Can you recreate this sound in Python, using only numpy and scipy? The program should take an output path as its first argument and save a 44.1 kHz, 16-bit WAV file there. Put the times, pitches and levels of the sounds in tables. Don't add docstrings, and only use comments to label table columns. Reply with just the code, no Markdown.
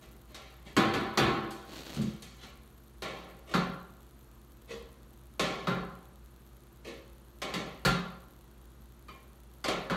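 import sys
import numpy as np
from scipy import signal
from scipy.fft import rfft, irfft
from scipy.io import wavfile
from scipy.ndimage import uniform_filter1d

SR = 44100
rng = np.random.default_rng(int(sys.argv[2]) if len(sys.argv) > 2 else 0)


def output_pcm(signal):
    pcm = np.clip(np.atleast_2d(signal).T, -1, 1) * 32767
    wavfile.write(sys.argv[1], SR, np.round(pcm).astype(np.int16))


N = 439236


def amp(db):
    return 10 ** (np.asarray(db) / 20)


def evened(x):
    return x / np.sqrt(np.mean(x ** 2) + 1e-20)


def read(points, hz, axis=1):
    table = np.array(points)
    return np.interp(np.log(hz + 1), np.log(table[:, 0] + 1), table[:, axis])


def add(mix, start_s, sound):
    part = mix[max(round(start_s * SR), 0):][:len(sound)]
    part += sound[:len(part)]


def colour(x, db_at):
    hz = np.fft.rfftfreq(len(x), 1 / SR)
    return irfft(rfft(x) * amp(db_at(hz)), len(x))


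def drift(x, knots_per_unit):
    knots = rng.standard_normal(4096)
    return np.interp(x * knots_per_unit, np.arange(len(knots)), knots)


# frequency in Hz, relative density in dB per Hz.
AIR_COLOUR = [(20, -27.5), (35, -5), (48, 5.5), (65, 4), (90, -5.5), (130, -8), (170, -3.5), (340, -7),
              (550, -13.5), (800, -16), (1250, -15), (2200, -26.5), (4400, -27.5), (5200, -42)]
# frequency in Hz, rms level in dB ahead of the microphone.
HUM = [(59.2, -54), (120, -67), (129.2, -62.5), (176, -78), (217, -66), (346, -67)]


def workshop(air_db=-56, hiss_db=-67.0, waver=.07):
    t = np.arange(N) / SR
    air = evened(colour(rng.standard_normal(N), lambda f: read(AIR_COLOUR, f)))
    hum = np.zeros(N)
    for hz, db in HUM:
        level = amp(db) * np.sqrt(2) * (1 + waver * drift(t, 3.6))
        hum += level * np.sin(2 * np.pi * hz * t + 0.33 * drift(t, 1.53))
    return amp(air_db) * air + hum + amp(hiss_db) * rng.standard_normal(N)


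# centre in Hz, width in Hz, rms level in dB ahead of the microphone.
SIZZLE = [(9650, 420, -73.5), (11500, 550, -80.5), (13100, 800, -72)]


def interference(tick_db=-39.5, stray_db=-41.5, strays_per_s=25, burst_hz=32.3):
    t = np.arange(N) / SR
    ticks = amp(stray_db) * (rng.random(N) < strays_per_s / SR) * rng.uniform(.5, 1.2, N)
    regular = np.arange(.0145, N / SR, .1024)
    ticks[(regular * SR).astype(int)] += amp(tick_db + rng.standard_normal(len(regular)))
    tick_colour = [(500, -37), (3500, 7.5), (5200, -2.5), (7500, 3), (11000, 5), (15000, 10)]  # Hz, dB
    out = colour(ticks, lambda f: read(tick_colour, f))
    for hz, width_hz, db in SIZZLE:
        band = colour(rng.standard_normal(N), lambda f: -np.minimum(3 * (2 * (f - hz) / width_hz) ** 2, 80))
        cycle = np.sin(2 * np.pi * (burst_hz * t + rng.random()) + drift(t, 6))
        bursts = np.clip(cycle + .6 * drift(t, 120) - .3, 0, .6)
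        out += amp(db) * evened(band * bursts)
    return out


def contact_db(hz, contact, octaves=0.32):
    bass_db, hard_db, favoured_hz, boost_db = contact
    heavy = read([(170, 0.94), (330, 0.35), (700, 0.0029)], hz)
    hard = read([(1300, 0.039), (3800, 1.105), (9000, 1.91)], hz)
    favoured = np.exp(-.5 * (np.log2((hz + 1) / favoured_hz) / octaves) ** 2)
    return bass_db * heavy + hard_db * hard + boost_db * favoured


def plain(bass_db, hard_db):
    return bass_db, hard_db, 424, 0


def dying(t, t60, hold=0.0069):
    return amp(-60 * (np.hypot(t, hold) - hold) / t60)


PLACES = ["free", "held", "fitting"]
# frequency in Hz, then relative level in dB struck free, held and on the fitting.
CLATTER = [(54, -15, -17, -32), (100, -2, -30, -39), (134, -2, -10.5, -26), (248, -1, -15.5, -22),
           (340, -1.5, -16.5, -22.5), (586, -5.5, -18.5, -24.5), (970, -15, -20, -31.5),
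           (1290, -7.5, -13, -26.5), (1550, -14, -18, -35.5), (1910, -14.5, -22.5, -29.5),
           (4350, -21, -24.5, -38.5), (5060, -31.5, -34, -44.5), (7680, -37.5, -38.5, -51.5),
           (15260, -39, -41, -65)]
# frequency in Hz, base 60 dB decay time in seconds.
BASE_T60 = [(100, 0.7), (300, 0.69), (800, 0.9), (2000, 0.7), (4500, 0.64), (5500, 0.59), (9000, 0.41),
            (15000, 0.19)]


def clatter(t, place, contact, ring, swell_cycles=0.9, patchy_db=2.0):
    hz, times, z = signal.stft(rng.standard_normal(len(t)), SR, nperseg=512)
    patches = uniform_filter1d(rng.standard_normal(z.shape), size=2, axis=0)
    patches = uniform_filter1d(patches, size=6, axis=1)
    z = z * amp(patchy_db * evened(patches))
    z *= dying(times, ring * read(BASE_T60, hz)[:, None])
    z *= 1 - np.exp(-(times + 0.0012) * (hz[:, None] + 60) / swell_cycles)
    dense = signal.istft(z, SR, nperseg=512)[1][:len(t)]
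    column = 1 + PLACES.index(place)
    dense = colour(dense, lambda f: read(CLATTER, f, axis=column) + contact_db(f, contact))
    return dense * np.minimum(t / 0.00024, 1)


# frequency in Hz, then relative level in dB struck free, held and on the fitting.
TANK = [(133.45, -25, -40, -49), (150.2, -66, -37, -53), (178.5, -30.5, -26, -41.5),
        (213.8, -21.5, -35.5, -47.5), (252.6, -36, -56, -60.5), (334.6, -19.5, -62, -49.5),
        (375, -23.5, -38, -55), (395.4, -31, -35, -43), (465, -24, -45.5, -46.5),
        (541.5, -31.5, -36, -44.5), (617.5, -51, -51, -46), (757.4, -51, -39, -51),
        (785.5, -28.5, -44, -47), (998, -31, -53, -59), (1042, -40, -36.5, -49), (1081.5, -27, -56, -48),
        (1130, -34, -36.5, -48), (1255, -42, -57, -72), (1345, -33, -49, -51), (1385, -51, -31, -49),
        (1473, -31.5, -46, -73), (1732, -32.5, -38, -49.5), (2058, -36.5, -42, -54.5),
        (2235, -35, -52, -49), (2460, -37.5, -66, -86), (3200, -36, -50, -51.5), (3500, -34, -71, -55.5),
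        (3790, -38, -39.5, -53.5), (4460, -40.5, -52, -93), (4430, -56, -41.5, -57.5)]


def modes(t, place, contact, ring, swell_cycles=2.5, waver=0.63):
    out = np.zeros(len(t))
    for hz, *levels_db in TANK:
        size = amp(levels_db[PLACES.index(place)] + contact_db(hz, contact))
        swell = 1 - np.exp(-t * hz / swell_cycles)
        blur = np.sqrt(hz / 1000)
        t60 = ring * read(BASE_T60, hz) * read([(200, 1.15), (1400, 1.05), (4000, .85)], hz)
        phase = 2 * np.pi * (hz * t + rng.random()) + .9 * blur * drift(t, 35)
        wobble = 1 + waver * min(blur, 1) * drift(t, 50.7)
        out += size * swell * dying(t, t60) * wobble * np.sin(phase)
    return out


def tank(place, contact, ring, clear_db=0, clear_sustain=0.97):
    t = np.arange(SR) / SR
    fade = np.minimum((1 - t) * 10, 1) ** 2
    clear = amp(clear_db) * modes(t, place, contact, ring * clear_sustain)
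    return fade * (clear + clatter(t, place, contact, ring))


# start in seconds, length in seconds, force in dB, boost of the shell's hollow answer in dB.
SCRAPES = [(.0, 0.026, -19, 2), (.265, .05, -22.5, -2), (0.641, 0.034, -14.5, -3), (2.373, .06, -10.5, -4),
           (3.454, 0.062, -8.5, 11), (4.666, 0.053, -8, 6.5), (6.829, 0.058, -7.5, 8)]


def scrapes(slips_per_s=900, spread_db=7.5, ring=0.85, bass_db=3.5, hard_db=6, hollow_hz=424):
    out = np.zeros(N)
    for start_s, length_s, force_db, hollow_db in SCRAPES:
        n = int(length_s * SR)
        slips = (rng.random(n) < slips_per_s / SR) * rng.choice([-1, 1], n)
        slips = slips * amp(spread_db * rng.standard_normal(n)) * np.linspace(0, 1, n)
        slips /= np.linalg.norm(slips) + 1e-9
        contact = bass_db, hard_db, hollow_hz, hollow_db
        answer = tank("fitting", contact, ring, clear_db=-3.5)
        add(out, start_s, amp(force_db) * signal.fftconvolve(slips, answer))
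    return out


def crack(contact, t60=0.15, level_db=-32.5, patchy_db=3.5):
    t = np.arange(4096) / SR
    shape = [(150, -3), (400, -9.0), (1300, 10.5), (2500, -9.0),
             (4600, 6), (6000, -5.0), (10000, -9.0), (15500, -21)]

    def snap_db(f):
        return read(shape, f) + contact_db(f, contact) + patchy_db * drift(f, 0.00307)

    snap = colour(rng.standard_normal(len(t)), snap_db)
    return snap * amp(level_db - 60 * t / t60)


def blow(place, contact, ring, crack_db):
    sound = tank(place, contact, ring)
    add(sound, 0, amp(crack_db) * crack(contact))
    return sound


LOOSE_RING = 1.29

# start in seconds, force in dB.
TICKS = [(.345, -11.5), (1.507, -26), (1.944, -16), (2.015, -19), (2.222, -20)]


def part_ticks(bass_db=-21, hard_db=-0.5, thinning_db_per_db=0.6469, crack_db=-7):
    out = np.zeros(N)
    for start_s, force_db in TICKS:
        contact = plain(bass_db, hard_db - thinning_db_per_db * force_db)
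        add(out, start_s, amp(force_db) * blow("fitting", contact, LOOSE_RING, crack_db))
    return out


# start in seconds, force in dB.
THUDS = [(0.656, -52), (1.966, -28.5), (1.986, -28.5), (2.221, -49)]


def thuds(ring=0.73, crack_db=-19):
    contact = 21.5, -6, 201, 6.5
    out = np.zeros(N)
    for start_s, force_db in THUDS:
        add(out, start_s, amp(force_db) * blow("free", contact, ring, crack_db))
    return out


# start in seconds, force in dB.
CLANGS = [(.766, -3), (.938, -10.5), (1.174, -1.93)]


def clangs(ring=1.19, crack_db=11):
    contact = -3.5, .5, 500, -5
    out = np.zeros(N)
    for start_s, force_db in CLANGS:
        add(out, start_s, amp(force_db) * blow("free", contact, ring, crack_db))
    return out


# start in seconds, swell length in seconds, level in dB.
RUBS = [(1.652, 0.12, -41.5), (1.833, 0.084, -41.5)]
# frequency in Hz, relative density in dB per Hz.
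RUB_COLOUR = [(40, 4), (100, 10), (350, 12.5), (900, 2), (2200, 0), (4400, 3.5), (5000, -3), (7500, -8),
              (10000, -12.5), (15500, -9)]


def rub(grains_per_s=1400, spread_db=3, uneven_db=1.0, room_t60_s=0.83):
    t = np.arange(N) / SR
    sizes = amp(spread_db * np.clip(rng.standard_normal(N), -2, 2))
    grains = (rng.random(N) < grains_per_s / SR) * rng.choice([-1, 1], N) * sizes
    power = np.zeros(N)
    for start_s, length_s, level_db in RUBS:
        swell = np.clip((t - start_s) / length_s, 0, 1)
        tail = dying(np.maximum(t - start_s - length_s, 0), room_t60_s)
        power += (amp(level_db) * swell * tail) ** 2
    grit = evened(colour(grains, lambda f: read(RUB_COLOUR, f)))
    return np.sqrt(power) * amp(uneven_db * drift(t, 60)) * grit


# frequency in Hz, relative level in dB, 60 dB decay time in seconds (held to 0.1-0.5 when played).
WRENCH = [(1066, -1, 0.73), (1230, 3.5, 0.19), (2170, -9, 0.52), (2390, -3, 0.69), (3020, -9, 0.39),
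          (4650, -7, 0.18)]


def clink(blur=1., waver=0.58, rise_s=0.0039):
    t = np.arange(SR // 2) / SR
    out = np.zeros(len(t))
    for hz, db, t60 in WRENCH:
        envelope = amp(db - 60 * t / np.clip(t60, .1, .5)) * (1 - np.exp(-t / rise_s))
        phase = 2 * np.pi * (hz * t + rng.random()) + blur * drift(t, 118)
        out += envelope * (1 + waver * drift(t, 86)) * np.sin(phase)
    return out


# start in seconds, force in dB, weight behind it in dB, hardness in dB, the wrench's own ring in dB.
CLACKS = [(3.021, 0, 0, 3, -48), (5.395, 7.5, 1, 4.5, -39), (7.418, 1, -4, 4, -43), (7.539, 1, 6.5, 5, -56),
          (9.083, -16, 1, 3, -46.5), (9.642, 5, -10, 2, -60), (9.682, 7, 0, 3, -60)]


def clacks(ring_loss_per_s=0.063, crack_base_db=-7.5, softening_db_per_db=0.2):
    out = np.zeros(N)
    for start_s, force_db, weight_db, hard_db, clink_db in CLACKS:
        ring = LOOSE_RING - ring_loss_per_s * (start_s - CLACKS[0][0])
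        crack_db = crack_base_db - softening_db_per_db * weight_db
        add(out, start_s, amp(force_db) * blow("fitting", plain(weight_db, hard_db), ring, crack_db))
        add(out, start_s, amp(clink_db) * clink())
    return out


# start in seconds, force in dB, weight behind it in dB.
CLUNKS = [(3.539, 0.4, 4), (5.671, -0.48, 3), (7.85, 1.6, 4.5), (9.899, -0.5, -0.5)]


def clunks(hard_db=-3, brightening_db_per_db=3.5, ring=0.85, crack_db=2.5):
    out = np.zeros(N)
    for start_s, force_db, weight_db in CLUNKS:
        contact = plain(weight_db, hard_db + brightening_db_per_db * force_db)
        add(out, start_s, amp(force_db) * blow("held", contact, ring, crack_db))
    return out


def scene():
    background = workshop() + interference()
    setting_up = part_ticks() + thuds() + clangs() + rub()
    strokes = clacks() + clunks()
    return (background + scrapes() + setting_up + strokes)[None]


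# frequency in Hz, gain in dB.
MICROPHONE = [(4500, -3), (5000, -5), (6500, -1), (9500, -5.5), (10500, -7), (12600, -0.5), (14000, -14),
              (16000, -9)]


def record(dry, low_cut_hz=38.0, edge_hz=15800):
    heard = colour(dry[0], lambda f: read(MICROPHONE, f))
    low_cut = signal.butter(N=8, Wn=low_cut_hz, btype="high", fs=SR, output="sos")
    thinned = signal.sosfilt(low_cut, heard)
    edge = signal.firwin(511, edge_hz, window=("kaiser", 9), fs=SR)
    return signal.oaconvolve(thinned, edge, "same")[None]


dry = scene()
out = record(dry)
output_pcm(out)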